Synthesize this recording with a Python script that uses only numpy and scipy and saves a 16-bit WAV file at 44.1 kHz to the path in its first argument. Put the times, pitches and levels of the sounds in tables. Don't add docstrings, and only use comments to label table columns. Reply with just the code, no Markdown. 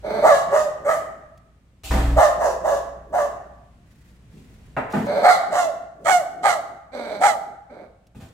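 import sys
import numpy as np
from scipy import signal
from scipy.fft import rfft, irfft, next_fast_len
from scipy.io import wavfile
from scipy.ndimage import uniform_filter1d, minimum_filter1d, map_coordinates

SR = 44100
rng = np.random.default_rng(int(sys.argv[2]) if len(sys.argv) > 2 else 0)


def output_pcm(signal):
    pcm = np.clip(np.atleast_2d(signal).T, -1, 1) * 32767
    wavfile.write(sys.argv[1], SR, np.round(pcm).astype(np.int16))


N = 367353
TIME = np.arange(N) / SR

BACKGROUND_LEVEL = [(0, -46.5), (1.6, -57), (4, -53), (4.7, -47.5), (5.6, -58), (8.3, -59)]
RUMBLE_SPECTRUM = [(22, -22), (40, -13.5), (65, -12.5), (110, -10), (175, -14), (300, -24), (500, -31),
                   (1000, -37), (2500, -39.5), (5000, -47.5), (8000, -48), (15800, -61)]

# start/s, length/s, chest/dB, mouth/dB, rattle/dB, swell/dB, first pulse rate/Hz,
# last pulse rate/Hz, unsteadiness/fraction of the rate
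GROWLS = [ (0.026, .215, -29, -25, -50, 7, 210.6, 226.3, .03),
          (5.05, .18, -33, -23, -47.5, 5.5, 180.7, 219.6, .13),
          (6.917, .285, -39, -33.5, -55.5, 0.5, 264.7, 192, .03),
          (7.684, 0.17, -44, -42.5, -71.5, 6, 256.3, 124.4, 0.14)]
# f/Hz, level/dB
GROWL_CHEST = [(60, -50), (150, -24), (230, -6), (380, -10.5), (600, -17), (1500, -77)]
CLOSED_MOUTH = [(300, -27.5), (450, -0.5), (600, 10), (780, 3.5), (1000, -8.5), (1500, -5), (1850, -19),
                (2250, -11.5), (2800, -46.5), (4000, -61)]
TEETH = [(2000, -33), (3400, -8), (4050, 0), (4600, -5), (5400, -19.5), (6200, -11.5), (6800, -28.5),
         (7900, -12.5), (9300, -28.5), (11000, -19.5), (15000, -34.5)]

# start/s, time to crest/s, length/s, top pitch/Hz, held pitch/Hz, fundamental/dB, its fade/(dB/s),
# overtones/dB, rasp/dB, bite/dB, final roughness (0-1), scale factor of the mouth resonances
BARKS = [ (0.219, .06, 0.22, 679.8, 560.2, -6, 190, -11, -34.5, 3, .15, 0.98),
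         (0.502, .055, 0.17, 622, 611.3, -15.5, 41, -17, -38.5, -3, .15, 0.93),
         (0.843, 0.059, 0.16, 653.8, 607.4, -16.5, 142.5, -18, -41, -5, 0.3, 1.024),
         (2.159, 0.046, 0.14, 708.5, 599.5, -6, 162.5, -10.5, -33.5, 0, 0.28, 0.97),
         (2.386, .048, 0.17, 690.5, 532, -14.5, 130, -21, -40, -6.5, 0.7, 0.91),
         (2.632, 0.046, 0.18, 697, 563.8, -13, 133.5, -19.5, -40.5, -2.5, 0.48, .92),
         (3.122, 0.038, .16, 712, 575.5, -13, 167, -19.5, -42.5, -5, 0.5, 0.94),
         (5.225, .054, .148, 746.2, 682.5, -4.5, 175.5, -7.5, -28.5, 12, .08, 1.03),
         (5.511, 0.065, 0.17, 739, 676, -15, 4, -18.5, -36.5, 0.5, .15, 0.96),
         (6.047, .05, 0.15, 765, 716, -11.5, 8.5, -13, -31.5, -3.5, 0.02, 1.04),
         (6.428, 0.031, 0.14, 821.8, 677.5, -11.5, 92, -14, -34, 2.5, 0.32, 1.027),
         (7.204, .052, .13, 828.5, 666.8, -9, 181, -15.5, -34.5, 0.5, 0.2, 1.057)]
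# f/Hz, level/dB
OPEN_MOUTH = [(600, -38), (900, -20.5), (1150, 8), (1350, -7.5), (1600, -9), (2000, -9), (2300, -28.5),
              (2600, -34), (3200, -44.5), (4500, -80)]
RASP = [(1800, -25), (2600, -12.5), (2950, 5.5), (3400, -6.5), (3900, 2), (4500, -3), (5200, -3.5),
        (6500, 1), (8000, 1.5), (9500, -8.5), (11400, -7.5), (14000, -14.5), (15800, -18)]
BARK_CHEST = [(50, -22.5), (130, -12.5), (230, -2), (350, -5.5), (600, -12), (1200, -54.5)]
HOARSENESS = [(150, -63.5), (350, -20), (550, -4.5), (780, 7), (1000, -8), (1500, -44.5)]

FACING = [(0, 0.1), (3.3, 0), (5.2, 0.2), (5.6, 0.4), (6.05, 0.79), (6.6, 0.7), (7.3, 0.97), (7.9, 0.7)]
FRONTAL_BALANCE = [(100, -1), (700, 0), (1300, -5), (2400, -29.5), (4400, -20), (8000, -25), (15000, -1)]
ROOM_DECAY = [(100, 0.17), (300, .65), (650, 0.79), (1600, 0.92), (3000, 0.63), (7000, 0.56), (15000, 0.42)]
ROOM_GAIN = [(100, -7), (600, -1), (1500, -6.5), (3000, 2), (7000, 1), (15000, 3.5)]
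COHERENCE = [(100, 0.93), (250, 0.96), (600, 0.67), (800, 0.36), (1300, 0.18), (3000, 0.067),
             (12000, 0.037)]

LONE_TICKS = [(1.376, -56.5), (8.069, -58.5)]  # t/s, level/dB
SCRAMBLES = [(4.922, 5.225, -49.5), (8.157, 8.298, -65)]
TICK_SPECTRUM = [(1000, -15), (3500, -6), (6000, -5), (15000, -16.5)]  # f/Hz, level/dB

BUMPS = [(1.835, -44.5, -61.5, -39.5, 0.99), (1.909, -22, -26.5, -43, 0.66),
         (4.323, -69.5, -44.5, -69, 0.6), (4.368, -69.5, -45.5, -67, 0.19),
         (4.766, -17.5, -23, -53.5, 0.18), (4.899, -72, -68, -53, .4), (4.935, -21, -16.5, -48, 0.23),
         (4.963, -43, -25.5, -56, 0.77), (8.148, -54.5, -40.5, -61, 0.36), (8.201, -49, -48, -58, 0.346)]
# f/Hz, level/dB
KNOCK = [(180, -36.5), (300, -2), (460, -5.5), (800, -0.5), (1050, -6), (1450, -7), (2000, -12),
         (2700, -27), (3400, -35.5), (5000, -52.5), (10000, -69)]
THUD = [(30, -39), (70, -22), (110, -2.5), (155, -9.5), (200, -2), (260, -3.5), (330, -18), (450, -13),
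        (600, -41), (1000, -75)]
SCUFF = [(1470, -25.5), (2500, -4.5), (5980, -14.5), (7530, -10), (9790, -17.5), (14600, -20), (15800, -31)]
BOOM_MODES = [(37, -14), (59.5, -6.5), (119, -18), (168, -31.5), (282, -21.5)]

RUSTLES = [(3.855, 0.33, -63), (4.294, 0.41, -63.5)]  # start/s, length/s, level/dB
RUSTLE_SPECTRUM = [(700, -15), (1900, 3), (3000, -7), (7000, -8), (10000, -12), (15000, -14.5)]  # f/Hz, level/dB
FOOTFALLS = [(8.157, -35.5), (8.202, -37)]  # t/s, level/dB
FLOOR_SPECTRUM = [(20, -7.5), (50, -9), (110, 9.5), (170, -14), (400, -48.5)]  # f/Hz, level/dB


def amp(db):
    return 10 ** (np.asarray(db) / 20)


def unit(x):
    return x / np.sqrt(np.mean(x ** 2) + 1e-20)


def along(points, hz):
    f, values = np.transpose(points)
    return np.interp(np.log(hz + 1), np.log(f + 1), values)


def curve(points):
    return np.interp(TIME, *np.transpose(points))


def wobble(rate, size=N):
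    knots = rng.standard_normal(int(size * rate / SR) + 4)
    return unit(map_coordinates(knots, [np.arange(size) * rate / SR]))


def gate(age, length, attack_s, release_s):
    return np.clip(age / attack_s, 0, 1) * (1 - np.tanh((age - length) / release_s / 2)) / 2


def filtered(x, response):
    n = x.shape[-1]
    padded = next_fast_len(n + 8192)
    return irfft(rfft(x, padded) * response(np.fft.rfftfreq(padded, 1 / SR)), padded)[..., :n]


def coloured(x, spectrum, size=4096):
    cepstrum = irfft(np.log(amp(along(spectrum, np.fft.rfftfreq(size, 1 / SR)))))
    cepstrum[1:size // 2] *= 2
    cepstrum[size // 2 + 1:] = 0
    return signal.fftconvolve(x, irfft(np.exp(rfft(cepstrum))))[:len(x)]


def noise(spectrum, size=N):
    return unit(coloured(rng.standard_normal(size), spectrum))


def diffuse(pair):
    angle = lambda hz: np.arccos(np.clip(along(COHERENCE, hz), -1, 1)) / 2
    mid, side = filtered(pair, lambda hz: np.array([np.cos(angle(hz)), np.sin(angle(hz))]))
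    return np.array([mid + side, mid - side])


def background(hum_hz=59.2):
    rumble = diffuse(np.array([noise(RUMBLE_SPECTRUM), noise(RUMBLE_SPECTRUM)]))
    hum = np.sin(2 * np.pi * hum_hz * TIME + 0.5 * wobble(5.6))
    return amp(curve(BACKGROUND_LEVEL)) * (rumble + 0.9 * hum)


def growl_controls():
    gains, rate_hz, unsteadiness = np.zeros((3, N)), np.zeros(N), np.zeros(N)
    for start, length, *levels_db, swell_db, first_hz, last_hz, waver in GROWLS:
        age = TIME - start
        progress = np.clip(age / length, 0, 1)
        voiced = gate(age, length, attack_s=0.029, release_s=0.017)
        gains += np.outer(amp(levels_db), voiced * amp(swell_db * (progress - 1)))
        rate_hz = np.where(age > 0, first_hz + (last_hz - first_hz) * progress, rate_hz)
        unsteadiness[age > 0] = waver
    return *gains, rate_hz, unsteadiness


def growls(uneven_db=2.6, breathiness=0.73):
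    chest, mouth, rattle, rate_hz, unsteadiness = growl_controls()
    cycles = np.cumsum(rate_hz * (1 + unsteadiness * wobble(120))) / SR
    slaps = np.diff(np.floor(cycles), prepend=0) * amp(uneven_db * wobble(200))
    puffs = np.exp(-4 * (cycles % 1)) * rng.standard_normal(N)
    source = unit(slaps) + breathiness * unit(puffs)
    through = lambda spectrum: unit(coloured(source, spectrum))
    voice = chest * through(GROWL_CHEST) + mouth * through(CLOSED_MOUTH) + rattle * through(TEETH)
    return amp(0.76) * voice


def bark_gains(age, crest, length, fundamental_db, fade_db_per_s, overtones_db, rasp_db):
    swell_db = -5.5 * np.clip(1 - age / crest, 0, 1) ** 2
    fading_s = np.clip(age - crest, 0, length - crest)
    push_db = swell_db - 117 * fading_s
    shut = 1 - np.sin(np.pi * np.clip(age / length, 0, 1))
    voiced, airflow = (gate(age + lead_s, length + lead_s, attack_s=0.024, release_s=0.013)
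                       for lead_s in (0, 0.0053))
    return (voiced * amp(fundamental_db + swell_db - fade_db_per_s * fading_s),
            voiced * amp(overtones_db + 0.76 * push_db - 8.5 * shut),
            airflow * amp(rasp_db + 0.38 * push_db - 9 * shut))


def bark_pitch(age, crest, length, top_hz, held_hz, settle_s=0.028, sag_octaves_per_s=8, knee_s=0.01):
    scoop_octaves = 0.3 * np.clip(1 - age / crest, 0, 1) ** 1.5
    overshoot = np.exp(-(np.maximum(age - crest, 0) / settle_s) ** 2)
    sag_octaves = sag_octaves_per_s * knee_s * np.logaddexp(0, (age - length + 0.011) / knee_s)
    return (held_hz + (top_hz - held_hz) * overshoot) * 2 ** (-scoop_octaves - sag_octaves)


def rasp_spectrum(bite_db, bite_hz=3980, width_octaves=0.3):
    return [(hz, db + bite_db * np.exp(-(np.log2(hz / bite_hz) / width_octaves) ** 2)) for hz, db in RASP]


def bark(age, crest, length, top_hz, held_hz, fundamental_db, fade_db_per_s, overtones_db, rasp_db,
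         bite_db, final_roughness, mouth_scale, jitter=0.04965, shimmer=0.57, closing=0.078):
    size = len(age)
    low_gain, mouth_gain, rasp_gain = bark_gains(
        age, crest, length, fundamental_db, fade_db_per_s, overtones_db, rasp_db)
    settled = (1 + np.tanh((age - crest - 0.016) / 0.0088)) / 2
    roughness = 0.58 * (1 - settled) + final_roughness * settled
    pitch_hz = bark_pitch(age, crest, length, top_hz, held_hz)
    phase = 2 * np.pi * np.cumsum(pitch_hz * (1 + jitter * roughness * wobble(259.7, size))) / SR
    depth = shimmer * roughness
    flutter = (1 + depth * wobble(329.1, size)) / np.sqrt(1 + depth ** 2)
    period_doubling = 1 + roughness * np.cos(phase / 2)
    overtones = unit(sum(np.cos(k * phase) for k in range(2, 22))) * flutter * period_doubling
    puffs = unit((1 + np.cos(phase)) * flutter * rng.standard_normal(size))

    def vocal_tract(spectrum, noise_share):
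        source = np.sqrt(1 - noise_share) * overtones + np.sqrt(noise_share) * puffs
        wide, narrow = (unit(coloured(source, np.multiply(spectrum, [mouth_scale * shift, 1])))
                        for shift in (1 + closing / 2, 1 - closing / 2))
        progress = np.clip(age / length, 0, 1)
        return (1 - progress) * wide + progress * narrow

    voice = low_gain * (np.sin(phase) * flutter + 0.62 * roughness * noise(HOARSENESS, size))
    voice += mouth_gain * vocal_tract(OPEN_MOUTH, np.minimum(1.4 * roughness, 1))
    voice += rasp_gain * vocal_tract(rasp_spectrum(bite_db), np.minimum(0.31 + 2 * roughness, 1))
    grunt = np.interp(age, [-0.06, -0.01, length + 0.061], [0.2, 1, 0.3])
    return voice + amp(-42) * grunt * noise(BARK_CHEST, size)


def barks():
    out = np.zeros(N)
    for start, *settings in BARKS:
        first = int(start * SR) - SR // 10
        span = slice(first, first + SR * 9 // 20)
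        out[span] += bark(TIME[span] - start, *settings)
    return out


def reverberation(x):
    hz, t, bands = signal.stft(rng.standard_normal((2, SR)), SR, nperseg=256)
    decay = amp(-60 * t / along(ROOM_DECAY, hz)[:, None])
    tail = signal.istft(bands * decay, SR, nperseg=256)[1]
    age = np.arange(tail.shape[1]) / SR
    near_walls = 1 + 2.13 * np.exp(-age / 0.015)
    tail = diffuse(tail) * np.clip(age / 0.0039, 0, 1) * near_walls
    tail = filtered(tail / np.linalg.norm(tail[0]), lambda hz: amp(along(ROOM_GAIN, hz)))
    return signal.fftconvolve(x[None], tail, axes=1)[:, :N]


def sympathetic_ring(barking, hz=546, t60=2.6):
    age = TIME[:2 * SR]
    ring = np.sin(2 * np.pi * hz * age) * amp(-60 * age / t60)
    coupling = np.interp(TIME, [1.2, 2], [1, 0.15])
    return amp(-76.5) * signal.fftconvolve(barking * coupling, ring)[:N]


def ticks(t60=0.039, per_second=25, spread_db=4):
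    clicks = list(LONE_TICKS)
    for start, end, db in SCRAMBLES:
        times = rng.uniform(start, end, int((end - start) * per_second))
        clicks += [(t, db + spread_db * rng.standard_normal()) for t in times]
    envelope = sum(amp(db - 60 * np.abs(TIME - t) / t60) * (TIME > t) for t, db in clicks)
    return envelope * noise(TICK_SPECTRUM)


def bumps(crack=0.52, crack_s=0.0027):
    knock, thud, scuff = np.zeros((3, N))
    for start, knock_db, thud_db, scuff_db, t60 in BUMPS:
        age = np.maximum(TIME - start, 0)
        envelope = amp(-60 * age / t60) * np.clip(age / 0.0005, 0, 1)
        knock += amp(knock_db) * envelope * (1 + crack * np.exp(-age / crack_s))
        thud += amp(thud_db) * envelope * np.clip(age / 0.004, 0, 1)
        scuff += amp(scuff_db) * envelope
    return amp(-3.5) * (knock * noise(KNOCK) + thud * noise(THUD) + scuff * noise(SCUFF))


def boom(start_s=1.9, attack_s=0.011, hold_s=0.295, release_s=0.008, hum_t60=4.5):
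    age = TIME - start_s
    since_stop = np.maximum(age - hold_s, 0)
    rise = lambda t: np.clip(t / attack_s, 0, 1)
    onset = np.maximum(rise(age), amp(-21.5) * rise(age + 0.068))
    release = np.maximum(np.exp(-since_stop / release_s), amp(-21 - 60 * since_stop / hum_t60))
    modes = sum(amp(db) * np.sin(2 * np.pi * hz * TIME + 0.3 * wobble(54)) for hz, db in BOOM_MODES)
    return amp(-18) * onset * release * unit(modes)


def rustles(flicker_db=3):
    envelope = np.zeros(N)
    for start, length, db in RUSTLES:
        progress = np.clip((TIME - start) / length, 0, 1)
        envelope += amp(db) * np.sqrt(np.abs(np.sin(np.pi * progress)))
    grain = amp(flicker_db * wobble(90))
    swish = diffuse(np.array([noise(RUSTLE_SPECTRUM), noise(RUSTLE_SPECTRUM)]))
    return envelope * unit(grain * swish)


def footfalls(attack_s=0.016, t60=0.29):
    envelope = sum(amp(db - 60 * np.abs(TIME - t) / t60) * np.clip((TIME - t) / attack_s, 0, 1)
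                   for t, db in FOOTFALLS)
    return envelope * noise(FLOOR_SPECTRUM)


def scene(left_lead_s=0.00013):
    barking, growling, knocks = barks(), growls(), bumps()
    facing = curve(FACING)
    sides = np.array([[0.5], [-0.5]])
    direct = filtered(barking + amp(-1) * growling,
                      lambda hz: np.exp(2j * np.pi * hz * sides * left_lead_s))
    frontal = filtered(direct, lambda hz: amp(sides * along(FRONTAL_BALANCE, hz)))
    dog = facing * frontal + (1 - facing) * amp(-3) * direct
    towards_walls = (barking + amp(4) * growling) * amp(0.27 - 3.5 * facing)
    dog += reverberation(towards_walls) * amp(-0.8 * sides)
    thumps = amp(-2) * knocks + amp(6.5) * reverberation(knocks) + boom() + footfalls()
    return dog + sympathetic_ring(barking) + thumps + ticks() + rustles() + background()


def record(dry, cutoff_hz=15850):
    needed_gain = 1 / np.maximum(np.abs(dry).max(axis=0), 1)
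    gain = uniform_filter1d(minimum_filter1d(needed_gain, size=400), size=300)
    return filtered(dry * gain, lambda hz: hz < cutoff_hz)


dry = scene()
out = record(dry)
output_pcm(out)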